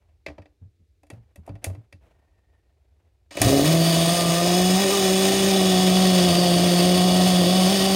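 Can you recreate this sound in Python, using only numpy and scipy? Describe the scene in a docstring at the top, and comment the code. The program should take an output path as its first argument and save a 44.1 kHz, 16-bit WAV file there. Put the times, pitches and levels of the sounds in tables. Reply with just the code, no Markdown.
"""A drill's socket scrapes and clinks onto a starter nut, and a metal chassis thuds on its bench.
The drill spins the crank; a small two-stroke glow engine sputters, catches and idles fast and unevenly.
Its exhaust port opens once a turn for a buzzing note, uneven firings pop in the pipe, and piston,
rod and gears rattle the casing. The drill is drawn off and the engine runs on alone.
All of it is heard close up, in mono, over a faint workshop rumble."""
import sys
import numpy as np
from scipy import signal
from scipy.fft import rfft, irfft
from scipy.io import wavfile
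from scipy.ndimage import map_coordinates

SR = 44100
rng = np.random.default_rng(int(sys.argv[2]) if len(sys.argv) > 2 else 0)


def inscribe(sig):
    """Save sig as 16-bit PCM at rate SR to the path in sys.argv[1].

    A 1-D sig is mono; a 2-D sig holds one channel per row.
    Samples are clipped to [-1, 1] before scaling.
    """
    pcm = np.round(np.clip(np.atleast_2d(sig).T, -1, 1) * 32767)
    wavfile.write(sys.argv[1], SR, pcm.astype(np.int16))


N = 350595
TIME = np.arange(N) / SR

# Metal knocks, then two sharp cracks as the engine sputters and catches. Each row: start in seconds, strength
# in dB, weight in dB (lifts the hit's low clunk), hardness in dB.
HITS = [(0.2627, -35, 0, -13), (0.2824, -45, 7, -14), (0.2994, -57, 14, -10), (0.381, -55, 17, -15),
        (0.419, -60, 4, -11), (0.456, -60, 6, -16), (1.032, -65, 10, 7), (1.067, -68, 1, 8),
        (1.101, -45, 6, 4), (1.133, -63, 12, 0), (1.358, -54, 3, 8), (1.464, -65, 0, 14),
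        (1.4764, -62, 24, 9), (1.491, -56, 18, -1), (1.5536, -58, 11, -4), (1.642, -30.5, -4.5, 13),
        (1.664, -52, 17, 9), (1.698, -57, 14, 0), (1.748, -59, 12, 1), (1.925, -48.5, -4, -3),
        (3.31, -45, 1, -5), (3.3699, -29, 0, 2), (3.416, -19, 3, 15), (3.643, -31, 0, 6), (3.75, -31, 2, 6)]


def from_db(db):
    """Decibels to gain."""
    return 10 ** (np.asarray(db) / 20)


def rms_one(x):
    """Scale to unit rms."""
    return x / np.sqrt(np.mean(x ** 2) + 1e-20)


def in_time(curve):
    """Read a curve of (seconds, value) rows at every sample."""
    return np.interp(TIME, *np.transpose(curve))


def at_hz(spectrum, hz):
    """Read a spectrum of (Hz, dB) rows on a log-frequency axis."""
    points_hz, points_db = np.transpose(spectrum)
    return np.interp(np.log(hz), np.log(points_hz), points_db)


def drift(rate_hz):
    """Smooth random wander of unit rms."""
    knots = rng.standard_normal(int(TIME[-1] * rate_hz) + 2)
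    fine = signal.resample_poly(knots, 10, 1)
    return rms_one(np.interp(TIME * rate_hz * 10, np.arange(len(fine)), fine))


def per_turn(turns):
    """One random value for each turn of the crank, gliding to the next."""
    count = int(turns[-1]) + 2
    return np.interp(turns, np.arange(count), rng.standard_normal(count))


def band(x, low_hz, high_hz):
    """Butterworth band-pass."""
    sos = signal.butter(2, [low_hz, min(high_hz, .45 * SR)], "band", fs=SR, output="sos")
    return signal.sosfilt(sos, x + 1e-18)


def colour(x, spectrum, modes=(), size=8192):
    """An EQ of unit power gain: a broad spectrum with resonant peaks and dips on it."""
    hz = np.maximum(np.fft.rfftfreq(size, 1 / SR), 1)
    db = at_hz(spectrum, hz)
    for centre, width, lift in modes:
        db += lift / (1 + (2 * (hz - centre) / width) ** 2)
    cepstrum = irfft(np.log(from_db(db)))[:size // 2]
    response = irfft(np.exp(2 * rfft(cepstrum, size)))   # minimum phase: nothing sounds early
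    return signal.oaconvolve(x, response / np.linalg.norm(response))[:N]


def sliding(rise_s=.012):
    """Envelope of the socket sliding on the nut: each slide starts quickly and dies away."""
    # Slides of the socket. Each row: start in seconds, level in dB, t60 in seconds.
    slides = [(0, -68, .9), (.27, -73, 1.2), (1.11, -56, .25), (1.2, -70, 1.5), (1.43, -60, .6),
              (1.615, -50, .55), (2.005, -60, .5), (2.03, -71, 8), (2.99, -75, .4)]
    envelope = np.zeros(N)
    for start, db, t60 in slides:
        age = np.maximum(TIME - start, 0)
        envelope += from_db(db - 60 * age / t60) * (1 - np.exp(-age / rise_s))
    return envelope


def rubbing(stick_slip_db=3):
    """Steel catches and slides on steel as the socket is worked into place; a faint whistle passes."""
    # A faint, narrow whistle swells and fades, like a breath drawn in.
    # In order: start and length in seconds, pitch and width in Hz, level in dB.
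    faint_whistle = (2.05, .75, 1810, 110, -81.5)
    # Tone of the scrape. Each row: frequency in Hz, relative level in dB.
    scrape_spectrum = [(250, 4), (700, 6.5), (1200, -5.5), (1800, -6.5), (2600, -8), (4500, -20.5),
                       (9000, -23.5), (15000, -30)]
    start, length, hz, width, db = faint_whistle
    slips = rms_one(from_db(stick_slip_db * drift(76)) * rng.standard_normal(N))
    swell = np.sin(np.pi * np.clip((TIME - start) / length, 0, 1))
    whistle = rms_one(band(slips, hz - width / 2, hz + width / 2))
    return sliding() * colour(slips, scrape_spectrum) + from_db(db) * swell * whistle


def workshop(air_db=-75, rumble_db=-63, handling_db=1):
    """A low rumble, stronger while the socket slides, under steady, faint air noise."""
    # Workshop room tone. Each row: frequency in Hz, relative noise density in dB.
    room_spectrum = [(15, -58), (25, -27), (69, -0.5), (142, -22), (363, -21), (978, -46.5), (2300, -40.5),
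                     (3260, -45.5), (3540, -42), (15000, -54.5)]
    tone = colour(rng.standard_normal(N), room_spectrum)
    rumble = (from_db(rumble_db) + from_db(handling_db) * sliding()) * rms_one(band(tone, 25, 160))
    return rumble + from_db(air_db) * rms_one(band(tone, 200, 16000))


def blows(levels_db, band_hz, crack_t60, tail_db, tail_t60, ring_db, rise_s=.0015, detune=.0092):
    """One register of the hits: a crack, a short room tail, and modes that shift from hit to hit."""
    # Ring of the steel. Each row: frequency in Hz, relative level in dB, t60 in seconds.
    steel_modes = [(293, -2.5, .2), (482, -13.5, .1), (567, 1, 0.099), (655, -1.5, 0.084), (767, -7, .09),
                   (1912, 3, 0.059), (2010, -9, 0.041), (2340, 7.5, 0.035), (2480, -2.5, .05),
                   (2635, 1, 0.073), (3370, -4, 0.038), (4740, -5, 0.066), (6660, -11.5, 0.085),
                   (8870, 1.5, 0.033), (10000, -8, 0.065)]
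    low_hz, high_hz = band_hz
    out, t = np.zeros(N), TIME[:SR // 4]
    for (start, *_), db in zip(HITS, levels_db):
        decay = from_db(-60 * t / crack_t60) + from_db(tail_db - 60 * t / tail_t60)
        burst = decay * rng.standard_normal(len(t))
        hit = band(burst, low_hz, high_hz) * np.sqrt(SR / 2 / (high_hz - low_hz))
        for hz, mode_db, t60 in steel_modes:
            if low_hz < hz < high_hz:
                swing = rng.choice([-1, 1]) * np.sin(2 * np.pi * hz * (1 + detune * rng.normal()) * t)
                hit += from_db(ring_db + mode_db + rng.normal(0, 2.3) - 60 * t / t60) * swing
        at = round(start * SR)
        out[at:at + len(t)] += from_db(db) * hit * (1 - np.exp(-t / rise_s))
    return out


def knocks_and_cracks():
    """Metal knocks, then two cracks of the catching engine: hard hits are bright, heavy ones clunk."""
    _, db, weight_db, hard_db = np.transpose(HITS)
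    clunk_db, clank_db = db - 1.5 + weight_db, db + 1 - .17 * hard_db
    clack_db, edge_db = db - 1, db + 1.5 + hard_db
    clunk = blows(clunk_db, (230, 775), crack_t60=.044, tail_db=-16, tail_t60=.31, ring_db=-.5)
    clank = blows(clank_db, (1600, 2400), crack_t60=.034, tail_db=-23, tail_t60=.23, ring_db=-6.5)
    clack = blows(clack_db, (2450, 5500), crack_t60=.027, tail_db=-19.5, tail_t60=.2, ring_db=-3)
    edge = blows(edge_db, (5800, 12000), crack_t60=.012, tail_db=-24.5, tail_t60=.16, ring_db=-11.5)
    return clunk + clank + clack + edge


def thuds(t60=.16, rise_s=.0073, rumble_share=.3):
    """The chassis rocks on the bench top: a low swing that swells and dies."""
    # Rocks of the chassis. Each row: start in seconds, relative level in dB, pitch in Hz.
    rocks = [(0.279, -31, 75.4), (0.388, -39, 91.5), (0.614, -34.5, 93), (0.649, -43, 105),
             (0.795, -47, 80), (1.124, -32, 104), (1.169, -36, 114), (1.378, -32.5, 80),
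             (1.493, -27.5, 103), (1.534, -31, 105), (1.666, -21.5, 91.5), (1.699, -26.5, 95),
             (1.773, -33, 110), (1.933, -40.5, 89), (3.403, -15.5, 109), (3.445, -8, 107)]
    out, t = np.zeros(N), TIME[:SR // 2]
    for start, db, hz in rocks:
        rumble = rms_one(band(rng.standard_normal(len(t)), 40, 164))
        envelope = from_db(db + 2.5 - 60 * t / t60) * (1 - np.exp(-t / rise_s))
        at = round(start * SR)
        out[at:at + len(t)] += envelope * (np.sin(2 * np.pi * hz * t) + rumble_share * rumble)
    return out


def chatter(turns, repeat_share, throb=.16, uneven_db=1.32, ticks_per_s=350, tick_share=.39, slop=.014):
    """Piston, rod and gears: contacts that recur each turn, random grinding and loose ticks."""
    one_turn = rng.standard_normal(200)
    position = (turns + slop * per_turn(turns)) % 1 * len(one_turn)
    recurring = map_coordinates(one_turn, [position], order=3, mode="grid-wrap") * (turns > 0)
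    ticks = rms_one((rng.random(N) < ticks_per_s / SR) * rng.standard_normal(N))
    stroke = (1 + throb * np.cos(2 * np.pi * turns)) * from_db(uneven_db * per_turn(turns))
    grinding = rng.standard_normal(N)
    return rms_one(stroke * (grinding + tick_share * ticks + repeat_share * recurring))


def rattle(turns, blend, rattle_db, hiss_db, split_hz=9700):
    """The chatter shakes the casing, with a hiss on top; its ring blends between two colours."""
    # Broad tone of the rattle. Each row: frequency in Hz, relative noise density in dB.
    casing_spectrum = [(500, -13), (1050, -3), (1400, -8), (2000, -7), (2700, -5), (3400, -1), (4200, -6.5),
                       (5100, -2), (5700, -9.5), (6500, -6.5), (7500, -11.5), (8900, -6.5), (10200, -17),
                       (15800, -16.5)]
    # The casing's early and free-running ring colours. Each row: centre in Hz, width in Hz, lift in dB.
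    early_modes = [(1850, 220, 7.5), (2465, 160, 7.5), (2990, 120, 9), (3140, 110, -15), (3860, 120, 6),
                   (4450, 70, 4), (5030, 62, 1), (5310, 140, 3), (6140, 160, 9.5), (6760, 260, 9),
                   (8700, 700, 4), (11300, 440, 2.5), (12100, 400, 3), (14200, 300, 7), (15300, 250, 4)]
    free_modes = [(1100, 22.5, 3.9), (1888, 97, 7.5), (2389, 180, 2.5), (3000, 167, 6.1), (3750, 180, 3.28),
                  (4540, 290, 9), (6200, 311, 2.5), (6720, 180, 2.7), (8855, 660, 3), (9400, 130.5, 3),
                  (11200, 310, 7.1), (13000, 180, 3), (14600, 350, 4)]
    drive = chatter(turns, repeat_share=.37)
    early, free = colour(drive, casing_spectrum, early_modes), colour(drive, casing_spectrum, free_modes)
    casing = blend * early + (1 - blend) * free
    body = signal.sosfiltfilt(signal.butter(3, split_hz, fs=SR, output="sos"), casing)
    return from_db(rattle_db + 1.98) * body + from_db(hiss_db + 6.5) * (casing - body)


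def bench_echoes(x, echo_db=-11, t60=.078, count=40):
    """Bench top, tools and walls return a spray of early reflections that ripples the spectrum."""
    delays_s = rng.uniform(.002, .05, count)
    response = np.zeros(SR // 16)
    response[(delays_s * SR).astype(int)] = rng.choice([-1, 1], count) * from_db(-60 * delays_s / t60)
    response *= from_db(echo_db) / np.linalg.norm(response)
    response[0] = 1   # the direct sound
    return signal.oaconvolve(x, response / np.linalg.norm(response))[:N]


def sputter(turns, speed, skip, gas_share=.97, puff_turns=.66):
    """Strong and weak firings, often alternating, pop into the pipe, each with a puff of turbulent gas."""
    # Tone of the exhaust pipe and silencer. Each row: frequency in Hz, relative level in dB.
    pipe_spectrum = [(30, -62), (55, -7.5), (90, -2.5), (140, 1.5), (220, 0), (290, 1), (370, 5), (450, -3),
                     (560, 5.5), (700, 5), (830, -12), (1000, -19), (1200, -9), (1450, -31)]
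    # Silencer chambers, which pick up the half-speed beat. Each row: centre and width in Hz, lift in dB.
    chambers = [(88.5, 16, 5), (106, 19, -6), (290.5, 18, 5), (234, 47, -2)]
    firings = np.flatnonzero(np.diff(np.floor(turns)) > 0)
    alternation = (-1.) ** np.arange(len(firings)) * np.tanh(3 * drift(5)[firings])
    strength = .64 * rng.standard_normal(len(firings)) + .67 * skip[firings] * alternation
    pops = np.zeros(N)
    pops[firings] = strength * np.sqrt(SR / speed[firings])   # equal power at any speed
    puffs = rms_one(np.exp(-(turns % 1) / puff_turns) * rng.standard_normal(N))
    return colour(pops + gas_share * puffs, pipe_spectrum, chambers)


def harmonic_levels(speed, wander_db=1.5):
    """Exhaust levels in dB: boom and bark ride curves; the pipe favours or swallows the rest by speed."""
    # The fundamental's boom, the second harmonic's bark. Each row: time in seconds, relative level in dB.
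    boom = [(3.45, -25), (3.55, -27), (3.59, -34), (3.69, -18), (4.13, -22), (4.16, -28), (4.3, -20),
            (4.35, -25), (4.75, -18), (4.92, -31), (5.1, -23), (5.3, -23), (5.33, -28), (5.44, -22),
            (6.03, -17), (6.39, -20), (7.41, -17), (7.45, -20), (7.66, -17), (7.75, -23), (7.95, -21)]
    bark = [(3.45, -25), (3.52, -19), (3.65, -21), (3.71, -28), (4.29, -33), (4.55, -23), (4.8, -27),
            (4.88, -22), (5.91, -24), (6.03, -29), (6.08, -23), (6.14, -30), (6.22, -24), (6.43, -26),
            (6.93, -24), (7.35, -31), (7.47, -26), (7.56, -32), (7.67, -28), (7.95, -26)]
    # Pipe resonances that harmonics 3 and 4 glide through. Each row: frequency in Hz, relative level in dB.
    pipe_response = [(370, -27), (420, -22.5), (492, -42), (520, -26.5), (545, -28), (565, -32),
                     (595, -31.5), (660, -28.5), (725, -29.5), (800, -35)]
    third, upper = [at_hz(pipe_response, k * speed) + wander_db * drift(9) for k in (3, 4)]
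    return in_time(boom) + .6, in_time(bark) + 1.6, third, upper - 3


def exhaust_note(turns, speed, rough=.061, upper_rough=.35, jitter_turns=.004):
    """The port opens once a turn; uneven burning roughens the higher harmonics most."""
    # Upper exhaust harmonics. Each row: multiple of the crank speed, relative level in dB.
    overtones = [(4, 7.5), (5, -10.5), (6, -11.5), (7, -12.5)]
    boom_db, bark_db, third_db, upper_db = harmonic_levels(speed)
    angle = 2 * np.pi * (turns + jitter_turns * per_turn(turns))
    note = from_db(boom_db - .5) * np.cos(angle) * (1 + rough * per_turn(turns))
    note += from_db(bark_db - 2.5) * np.cos(2 * angle) * (1 + 2 * rough * per_turn(turns))
    for multiple, db in [(3, third_db)] + [(k, upper_db + lift) for k, lift in overtones]:
        note += from_db(db - 4.5) * np.cos(multiple * angle) * (1 + upper_rough * per_turn(turns))
    return -np.sqrt(2) * note   # the harmonics line up in a sharp trough


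def singing(turns, speed, blend, capture_hz=28, flicker=.3, fade_in_s=(3.65, 3.85)):
    """Strong modes stand out of the rattle; a crank harmonic that meets one draws a tone from it."""
    # Singing metal. Each row: centre and width in Hz, level in dB in the early ring colour,
    # level in dB in the free-running one, level of the tone against the ring in dB.
    metal_modes = [(1200, 50, -46, -48, 6), (2985, 110, -45.5, -45, 0), (3440, 295, -36, -36.5, -9),
                   (4635, 114, -43.5, -39, 0), (5040, 160, -41.5, -42, -4), (8750, 498, -40, -40, -7)]
    # Now and then a mode swells. Each row: middle and half length in seconds, mode in Hz, lift in dB.
    swells = [(3.86, .1, 4635, 4), (4.0, .06, 3440, 6), (4.15, .17, 8750, 6), (4.29, .17, 1200, 7),
              (4.55, .4, 5040, 5), (4.93, .1, 1200, 7), (5.1, .4, 8750, 3), (5.85, .55, 3440, 5),
              (6.41, .07, 4635, 8), (7.55, .45, 3440, 3.5), (7.9, .13, 4635, 6)]
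    drive, out = chatter(turns, repeat_share=.8), np.zeros(N)
    for hz, width, early_db, free_db, tone_db in metal_modes:
        ring = rms_one(signal.lfilter(*signal.iirpeak(hz, hz / width, fs=SR), drive))
        multiple = np.round(hz / speed)
        meets = np.exp(-((multiple * speed - hz) / capture_hz) ** 2)
        tone = meets * np.sqrt(2) * np.sin(2 * np.pi * multiple * turns) * (1 + flicker * drift(40))
        swell_db = sum(lift * np.exp(-((TIME - middle) / half) ** 2)
                       for middle, half, mode_hz, lift in swells if abs(mode_hz - hz) < width)
        level_db = blend * early_db + (1 - blend) * free_db + swell_db
        out += from_db(level_db) * (ring + from_db(tone_db) * tone)
    return out * np.interp(TIME, fade_in_s, [0, 1])


def effort_db(wind_up, eases_s, steady_db, rest_loss_db, struggle_db, settle_s):
    """A layer grows as the crank winds up, is loudest while the engine struggles, then settles."""
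    struggle = np.exp(-np.maximum(TIME - eases_s, 0) / settle_s)
    return steady_db - rest_loss_db * (1 - wind_up) + struggle_db * struggle


def engine(start_s=3.308, fires_s=3.45, catches_s=3.63, idle_hz=182, waver=.006):
    """The drill winds the crank up from rest; the charge fires, catches and settles into a fast idle."""
    # Crank speed once the charge fires. Each row: time in seconds, turns per second.
    speed_curve = [(3.45, 129.9), (3.5, 136.0), (3.62, 142.5), (3.7, 162.3), (3.72, 164.1), (4.08, 167.4),
                   (4.15, 175.1), (4.3, 168.2), (4.6, 182.0), (4.72, 183.4), (4.83, 197.3), (4.88, 188.8),
                   (4.93, 199.6), (5.07, 188.7), (5.45, 194.9), (5.74, 185.0), (6.08, 185.2), (6.36, 173.3),
                   (6.38, 177.8), (6.48, 175.4), (7.31, 183.2), (7.45, 175.2), (7.5, 182.4), (7.57, 186.9),
                   (7.65, 184.4), (7.75, 197.1), (7.8, 191.4), (7.95, 193.2)]
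    # Blend between two ring colours of the casing, settling on the free-running one.
    # Each row: time in seconds, share of the early colour from 0 to 1.
    blend_curve = [(3.6, .8), (3.85, .3), (4.6, 1), (5.4, .95), (5.9, .6), (6.25, .05)]
    running_hz, blend = in_time(speed_curve), in_time(blend_curve)
    wind_up = np.clip((TIME - start_s) / (fires_s - start_s), 0, 1)
    speed = running_hz * wind_up * (1 + waver * drift(35))
    turns = np.cumsum(speed) / SR
    firing = np.clip((TIME - fires_s) / .026, 0, 1)
    note = firing * exhaust_note(turns, running_hz)

    sputter_db = effort_db(wind_up, catches_s, steady_db=-29.4, rest_loss_db=7, struggle_db=8.5, settle_s=.13)
    sputter_db += np.interp(TIME, [5, 6.4], [0, 3])   # the drill eases off and no longer steadies it
    skip = .6 * (TIME > catches_s)   # once caught, every other firing tends to be weak
    pops = from_db(sputter_db) * wind_up ** 2 * sputter(turns, speed, skip)

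    rattle_db = effort_db(wind_up, fires_s, steady_db=-26.6, rest_loss_db=28, struggle_db=5, settle_s=.18)
    hiss_db = effort_db(wind_up, fires_s, steady_db=-31.6, rest_loss_db=40, struggle_db=9, settle_s=.5)
    flutter_db = .7 * drift(12)
    rattle_db += .06 * (running_hz - idle_hz) + flutter_db   # faster running rattles and hisses more
    hiss_db += .08 * (running_hz - idle_hz) + flutter_db
    metal = rattle(turns, blend, rattle_db, hiss_db) + singing(turns, running_hz, blend)
    return (TIME > start_s) * (note + pops + bench_echoes(metal))


def scene():
    """Everything reaches one close microphone."""
    mono = engine() + knocks_and_cracks() + rubbing() + thuds() + workshop()
    return np.array([mono, mono])


def record(dry, low_cut_hz=38, high_cut_hz=15800, ceiling=.95):
    """The microphone sheds the deep bass, peaks are rounded and the top is cut."""
    thin = signal.sosfilt(signal.butter(4, low_cut_hz, "high", fs=SR, output="sos"), dry)
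    rounded = ceiling * np.tanh(thin / ceiling)
    return signal.sosfilt(signal.ellip(12, .1, 90, high_cut_hz, fs=SR, output="sos"), rounded)


dry = scene()
out = record(dry)
inscribe(out)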